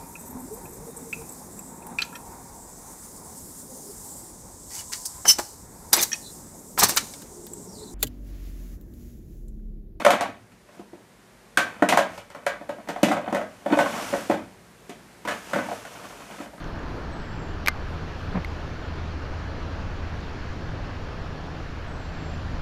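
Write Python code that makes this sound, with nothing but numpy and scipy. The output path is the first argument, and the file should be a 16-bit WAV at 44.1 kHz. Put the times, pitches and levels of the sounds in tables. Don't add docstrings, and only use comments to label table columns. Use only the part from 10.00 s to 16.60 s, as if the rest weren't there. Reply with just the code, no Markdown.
import sys
import numpy as np
from scipy import signal
from scipy.fft import rfft, irfft, next_fast_len
from scipy.io import wavfile
from scipy.ndimage import uniform_filter1d

SR = 44100
rng = np.random.default_rng(int(sys.argv[2]) if len(sys.argv) > 2 else 0)


def ratio_of_db(decibels):
    return 10 ** (np.asarray(decibels, float) / 20)


def unload_audio(sound):
    columns = np.transpose(np.atleast_2d(sound))
    steps = np.round(np.clip(columns, -1, 1) * 32767)
    wavfile.write(sys.argv[1], SR, steps.astype(np.int16))


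N = 291093

# thud_db of the tray, clack_db of the shells, tick_db of the hard contact
KNOCKS = [(0.048, -8.5, 586, -31, -4.5, -17), (0.063, 0.5, 584, -18, -7.5, -24.5),
          (0.088, -9.5, 554, -22, -10, -40), (0.104, -6, 735, -28, -4, -15),
          (0.208, -10.5, 707, -28, -6, -17.5), (0.288, -35.5, 275, 0, -9, -23),
          (0.518, -50, 234, 3, -3, -8), (0.687, -45, 585, -4, 1, -17), (0.77, -42, 178, -4, -15, -28),
          (0.794, -30.5, 348, -5, -19, -27), (0.931, -31.5, 343, -6, -18.5, -29),
          (1.572, -20, 1545, -30, 8, -0.5), (1.581, -7.5, 1580, -50, -16, -59),
          (1.822, -4, 281, -10, -7, -30.5), (1.887, -14, 610, -14.5, -18, -4),
          (1.923, -8, 735, -11, -1.5, -24), (1.972, -5.5, 813, -32, -2.5, -18),
          (1.988, -9.5, 603, -18, -10, -30), (2.176, -30.5, 585, -13, -6.5, -10),
          (2.301, -39, 580, -14, -3, -10.5), (2.347, -29.5, 587, -8.5, -3.5, -20),
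          (2.464, -16, 560, -26, 1, -15), (2.536, -35.5, 610, -6, 3, -30), (2.61, -31.5, 574, -6, -8, -32),
          (2.691, -21.5, 573, -9, -8.5, -23.5), (2.783, -31.5, 685, -5, -11, -35),
          (2.873, -36, 821, -6, -3, -18), (2.886, -23, 600, -6, -8.5, -14),
          (2.96, -22.5, 726, -18, -8.5, -31), (3.03, -7, 530, -1.5, -39, -13.5),
          (3.083, -17, 719, -3.5, -5, -19), (3.112, -14, 789, -24, -1, -29),
          (3.117, -11.5, 752, -21, -7.5, -25.5), (3.166, -14, 623, -10, -9, -33),
          (3.214, -34, 700, -15, -14, -23), (3.276, -19.5, 750, -3, -11, -55),
          (3.325, -11.5, 259, -10, -13, -28.5), (3.346, -15.5, 573, -13, -3, -21.5),
          (3.366, -15, 646, -29, -13, -37), (3.412, -17.5, 609, -19, -9, -32),
          (3.66, -14.5, 577, -6.5, -11.5, -33), (3.708, -17.5, 605, -0.5, -28, -53),
          (3.725, -11, 291, -3.5, -12.5, -33), (3.771, -11, 564, -8, -13, -28),
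          (3.787, -10, 890, -22, -3, -21), (3.804, -13, 796, -19, -15, -26),
          (3.858, -25, 1079, -12, 0, -17.5), (4.126, -18, 573, -8, -16, -23),
          (4.135, -16, 602, -5.5, -4.5, -38), (4.297, -8, 335, -11.5, -19, -31),
          (4.31, -16.5, 595, -7.5, -5, -26.5), (4.338, -19, 261, -11, -18, -35),
          (4.893, -33, 392, -6.5, -30, -12), (5.25, -27, 961, -9.5, -9, -18),
          (5.274, -27, 533, -10, 3, -14.5), (5.283, -25.5, 1696, -7.5, -5, -16.5),
          (5.308, -29.5, 1723, -24, -0.5, -19), (5.532, -19.5, 548, -4.5, -1, -19.5),
          (5.558, -18.5, 610, -6, -9, -30), (5.585, -23, 248, -7, -3, -27),
          (5.686, -25.5, 820, -18, -15, -34), (5.714, -21.5, 690, -13, -13, -41),
          (5.85, -35, 670, -21, -1, -16), (6.308, -41.5, 208, -2.5, -6, -12),
          (6.401, -32.5, 283, -5, -13, -21), (6.534, -34, 617, -6.5, -17, -35),
          (6.578, -43.5, 225, -6, 2.5, -29)]
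# mode_hz, level_db, t60_s
BODY_MODES = [(189.8, -12.5, 0.16), (221.6, -2.5, 0.039), (264, -6, 0.026), (279, -1.5, 0.041),
              (329, 0.5, 0.013), (413, -14, 0.02), (475.4, -4, 0.047), (555.6, -9, 0.056),
              (591, -2.5, 0.08), (665, -6.5, 0.046), (678, -7, 0.035), (706, -1.5, 0.061),
              (789, -1.5, 0.037), (894, -3.5, 0.031), (918, 1.5, 0.03), (1044, 1.5, 0.022),
              (1147, -3, 0.055), (1278, -4.5, 0.058), (1378, -5, 0.038), (1501, -4.5, 0.047),
              (1614, -14, 0.13), (1773, -5.5, 0.028), (1943, -2.5, 0.016), (2151, -3.5, 0.028),
              (2320, -4, 0.031), (2504, -9, 0.069), (2590, -13, 0.052), (3032, -4.5, 0.019),
              (3390, -9, 0.022), (3620, -8.5, 0.022), (4360, -7.5, 0.011)]
CONTACT_S = 0.00125
HOLLOW_DB = -3.5


def rms_one(x):
    return x / np.sqrt(np.mean(x ** 2) + 1e-20)


def at_hz(points, hz):
    table_hz, values = np.array(points).T
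    return np.interp(np.log(np.maximum(hz, 1)), np.log(table_hz), values)


def coloured(spectrum):
    size = next_fast_len(N)
    white = rfft(rng.standard_normal(size))
    gain = ratio_of_db(at_hz(spectrum, np.fft.rfftfreq(size, 1 / SR)))
    return rms_one(irfft(white * gain, size)[:N])


def drift(rate_hz):
    r = np.exp(-2 * np.pi * rate_hz / SR)
    wander = signal.lfilter([1], [1, -2 * r, r * r], rng.standard_normal(N + SR))
    return rms_one(wander[SR:])


def fading(x, fade_s):
    return signal.lfilter([1], [1, -np.exp(-1 / (fade_s * SR))], x)


def ring(clicks, hz, t60):
    r = ratio_of_db(-60 / (t60 * SR))
    w = 2 * np.pi * hz / SR
    return signal.lfilter([0, np.sin(w)], [1, -2 * r * np.cos(w), r * r], clicks + 1e-18)


def softly(clicks, hz):
    return 2 / (CONTACT_S * SR) * ring(clicks, hz, np.log(1000) * CONTACT_S)


def strikes(level_db):
    clicks = np.zeros(N)
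    start = (np.array(KNOCKS)[:, 0] * SR).astype(int)
    np.add.at(clicks, start, ratio_of_db(level_db))
    return clicks


def room_air():
    # hz, relative level_db per Hz
    air_spectrum = [(15, -51), (25, -43), (49, 3), (86, -16), (183, 2), (313, -7.5), (349, -2.5),
                    (741, -8.5), (919, -9), (1200, -11.5), (1850, -11.5), (3090, -19), (9550, -23),
                    (14300, -30.5), (15500, -40)]
    return ratio_of_db(-50) * coloured(air_spectrum)


def mains_hum():
    level_db = -62.5 + 2.3 * drift(1.1)
    return ratio_of_db(level_db) * np.sin(2 * np.pi * 118 * np.arange(N) / SR)


def room_echo(x):
    # hz, t60_s
    echo_t60 = [(100, 0.41), (300, 0.39), (800, 0.31), (2000, 0.38), (5000, .28), (13000, 0.095)]
    t = np.arange(SR // 2) / SR
    echo = np.zeros(len(t))
    for hz in 62.5 * 2 ** np.arange(0, 8.1, 0.5):
        band = signal.butter(2, [hz / 2 ** 0.25, hz * 2 ** 0.25], "band", fs=SR, output="sos")
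        noise = signal.sosfilt(band, rng.standard_normal(len(t)))
        echo += noise * ratio_of_db(-60 * t / at_hz(echo_t60, hz))
    echo *= 1 - np.exp(-(t / 0.0026) ** 2)
    echo /= np.sqrt(np.sum(echo ** 2))
    return signal.fftconvolve(x, echo)[:N]


def table_shudder(handled):
    loudness = fading(np.abs(handled), 0.1) / (0.1 * SR)
    low_noise = coloured([(30, -10), (60, 0), (110, 17.5), (150, -21), (300, -60)])
    return ratio_of_db(-35) * loudness ** 0.65 * low_noise


def slides():
    # time_s, rumble_db through the tray, hiss_db of the surfaces
    movements = [
        [(0.0, -26, -40.5), (0.07, -45.5, -56), (0.132, -16, -40), (0.2, -27, -46), (0.3, -32, -60),
         (0.45, -70, -79)],
        [(0.62, -77, -71), (0.756, -46, -50), (0.9, -70, -74)],
        [(1.55, -80, -81), (1.62, -36, -45), (1.8, -42, -56), (2.0, -29, -56), (2.15, -45, -43.5),
         (2.26, -64, -62), (2.43, -45.5, -85), (2.94, -54, -66), (3.04, -37.5, -51), (3.22, -39, -63),
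         (3.29, -33, -47), (3.45, -60, -54), (3.64, -48, -51.5), (3.73, -22, -39), (3.83, -35, -35.5),
         (3.95, -28, -33.5), (4.1, -37, -34), (4.21, -38, -36), (4.28, -48, -42), (4.35, -26, -46),
         (4.42, -47, -56), (4.55, -59, -61)],
        [(4.85, -61, -59), (5.248, -68, -74), (5.308, -33, -41.5), (5.43, -53, -47.5), (5.498, -42.5, -42.5),
         (5.712, -38, -44.5), (5.844, -49, -47), (6.096, -44, -46.5), (6.282, -49, -50.5), (6.444, -39.5, -48),
         (6.6, -73, -104)],
    ]
    # hz, relative level_db per Hz
    hiss_spectrum = [(1470, 2.5), (2500, -2.5), (2710, 1.5), (3130, -2.5), (4100, -6.5), (6060, -4),
                     (11500, -11.5), (15000, -19)]
    t = np.arange(N) / SR
    rumble_level, hiss_level = np.zeros((2, N))
    for movement in movements:
        time_s, rumble_db, hiss_db = np.transpose(movement)
        rumble_level += ratio_of_db(np.interp(t, time_s, rumble_db, -120, -120))
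        hiss_level += ratio_of_db(np.interp(t, time_s, hiss_db, -120, -120))

    slip_db = 5.4 * np.minimum(rng.exponential(1, N), 4)
    slips = (rng.random(N) < 1000 / SR) * ratio_of_db(slip_db)
    body = np.zeros(N)
    for hz, db, t60 in BODY_MODES:
        push = softly(slips * rng.standard_normal(N), hz)
        body += ratio_of_db(db - 0.3 * np.log2(hz / 600)) * ring(push, hz, t60)

    rumble = rumble_level * ratio_of_db(0.47 * drift(33)) * rms_one(body)
    sway_db = 1.0 * drift(2.5) + 0.73 * drift(90)
    return rumble + hiss_level * ratio_of_db(sway_db) * coloured(hiss_spectrum)


def struck_bodies():
    _, peak_db, pitch_hz, thud_db, clack_db, tick_db = np.transpose(KNOCKS)
    snap_db = -2 + 0.39 * tick_db + 0.61 * clack_db
    luck_db = 2.2 * rng.standard_normal((len(KNOCKS), len(BODY_MODES)))
    touches = rng.random(N) < 500 / SR
    force_hz = (350, 520, 900, 1100, 2000, 2400, 3600, 5000)
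    out = np.zeros(N)
    for k, (hz, db, t60) in enumerate(BODY_MODES):
        force_db = []
        for thud, clack, snap, tick in zip(thud_db, clack_db, snap_db, tick_db):
            levels = (thud + 9, HOLLOW_DB, HOLLOW_DB, clack - 1.5, clack + 2.6, snap, snap, tick + 13)
            force_db.append(at_hz(list(zip(force_hz, levels)), hz))
        near_pitch = np.exp(-(np.log2(hz / pitch_hz) / 0.13) ** 2)
        blow_db = peak_db + np.array(force_db) + 0.96 * near_pitch - 3 + db + luck_db[:, k]
        chatter_db = blow_db - 5.5 + 0.21 * tick_db
        chatter = fading(strikes(chatter_db), 0.022) * touches * rng.standard_normal(N)
        blows = (-1) ** k * strikes(blow_db)
        out += ring(softly(blows + chatter, hz), hz, t60)
    return out


def container_notes():
    start_s, peak_db, pitch_hz, thud_db, clack_db, _ = np.transpose(KNOCKS)
    note_t60 = (0.07, 0.047, 0.066)
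    register = np.digitize(pitch_hz, [420, 1000])
    hollow_db = np.full(len(KNOCKS), HOLLOW_DB)
    note_db = peak_db + np.choose(register, [thud_db + 9.5, hollow_db + 6, clack_db + 7.5])
    t = np.arange(SR // 5) / SR
    rise = 1 - np.exp(-(t / 0.0012) ** 2)
    out = np.zeros(N)
    starts = (start_s * SR).astype(int)
    for start, hz, db, t60 in zip(starts, pitch_hz, note_db, np.take(note_t60, register)):
        note = ratio_of_db(db - 60 * t / t60) * rise * np.sin(2 * np.pi * hz * t)
        out[start:start + len(t)] += note[:N - start]
    return out


def hard_contacts():
    # hz, relative level_db per Hz
    crack_spectrum = [(1500, -16), (3000, -3), (7500, 9), (12000, 2.5), (15000, -9.5)]
    # hz, relative level_db per Hz
    buzz_spectrum = [(1470, 5), (2500, 6), (3830, -1), (4690, -5), (6930, -5), (7470, -6), (12100, -15),
                     (13200, -12), (15000, -26.5)]
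    _, peak_db, _, _, _, tick_db = np.transpose(KNOCKS)
    hits = np.roll(strikes(peak_db + tick_db), round(CONTACT_S * SR))
    crack = fading(hits, 0.0014) * coloured(crack_spectrum)
    buzz = fading(hits, 0.026) * coloured(buzz_spectrum)
    return ratio_of_db(5) * crack + ratio_of_db(6) * buzz


def knocks():
    return struck_bodies() + container_notes() + hard_contacts()


def scene():
    near = knocks()
    handled = near + ratio_of_db(-9) * room_echo(near) + slides()
    handled = signal.sosfilt(signal.butter(4, 155, "high", fs=SR, output="sos"), handled)
    return (handled + table_shudder(handled) + room_air() + mains_hum())[None]


def low_pass(x):
    return signal.sosfilt(signal.butter(12, 15960, fs=SR, output="sos"), x)


def record(dry):
    power = uniform_filter1d(dry[0] ** 2, size=441)
    level_db = 10 * np.log10(power + 1e-12)
    cut_db = 0.43 * np.maximum(level_db + 19.5, 0)
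    release_db = 3.17 * np.arange(N) / SR
    held_db = np.maximum(np.maximum.accumulate(cut_db + release_db) - release_db, 0)
    late_db = signal.lfilter(np.ones(441) / 441, [1], held_db)
    rounded = 1.6 * np.tanh(dry * ratio_of_db(-late_db) / 1.6)
    top_cut = signal.cheby2(14, 50, 15900, fs=SR, output="sos")
    return low_pass(signal.sosfilt(top_cut, rounded))


dry = scene()
out = record(dry)
unload_audio(out)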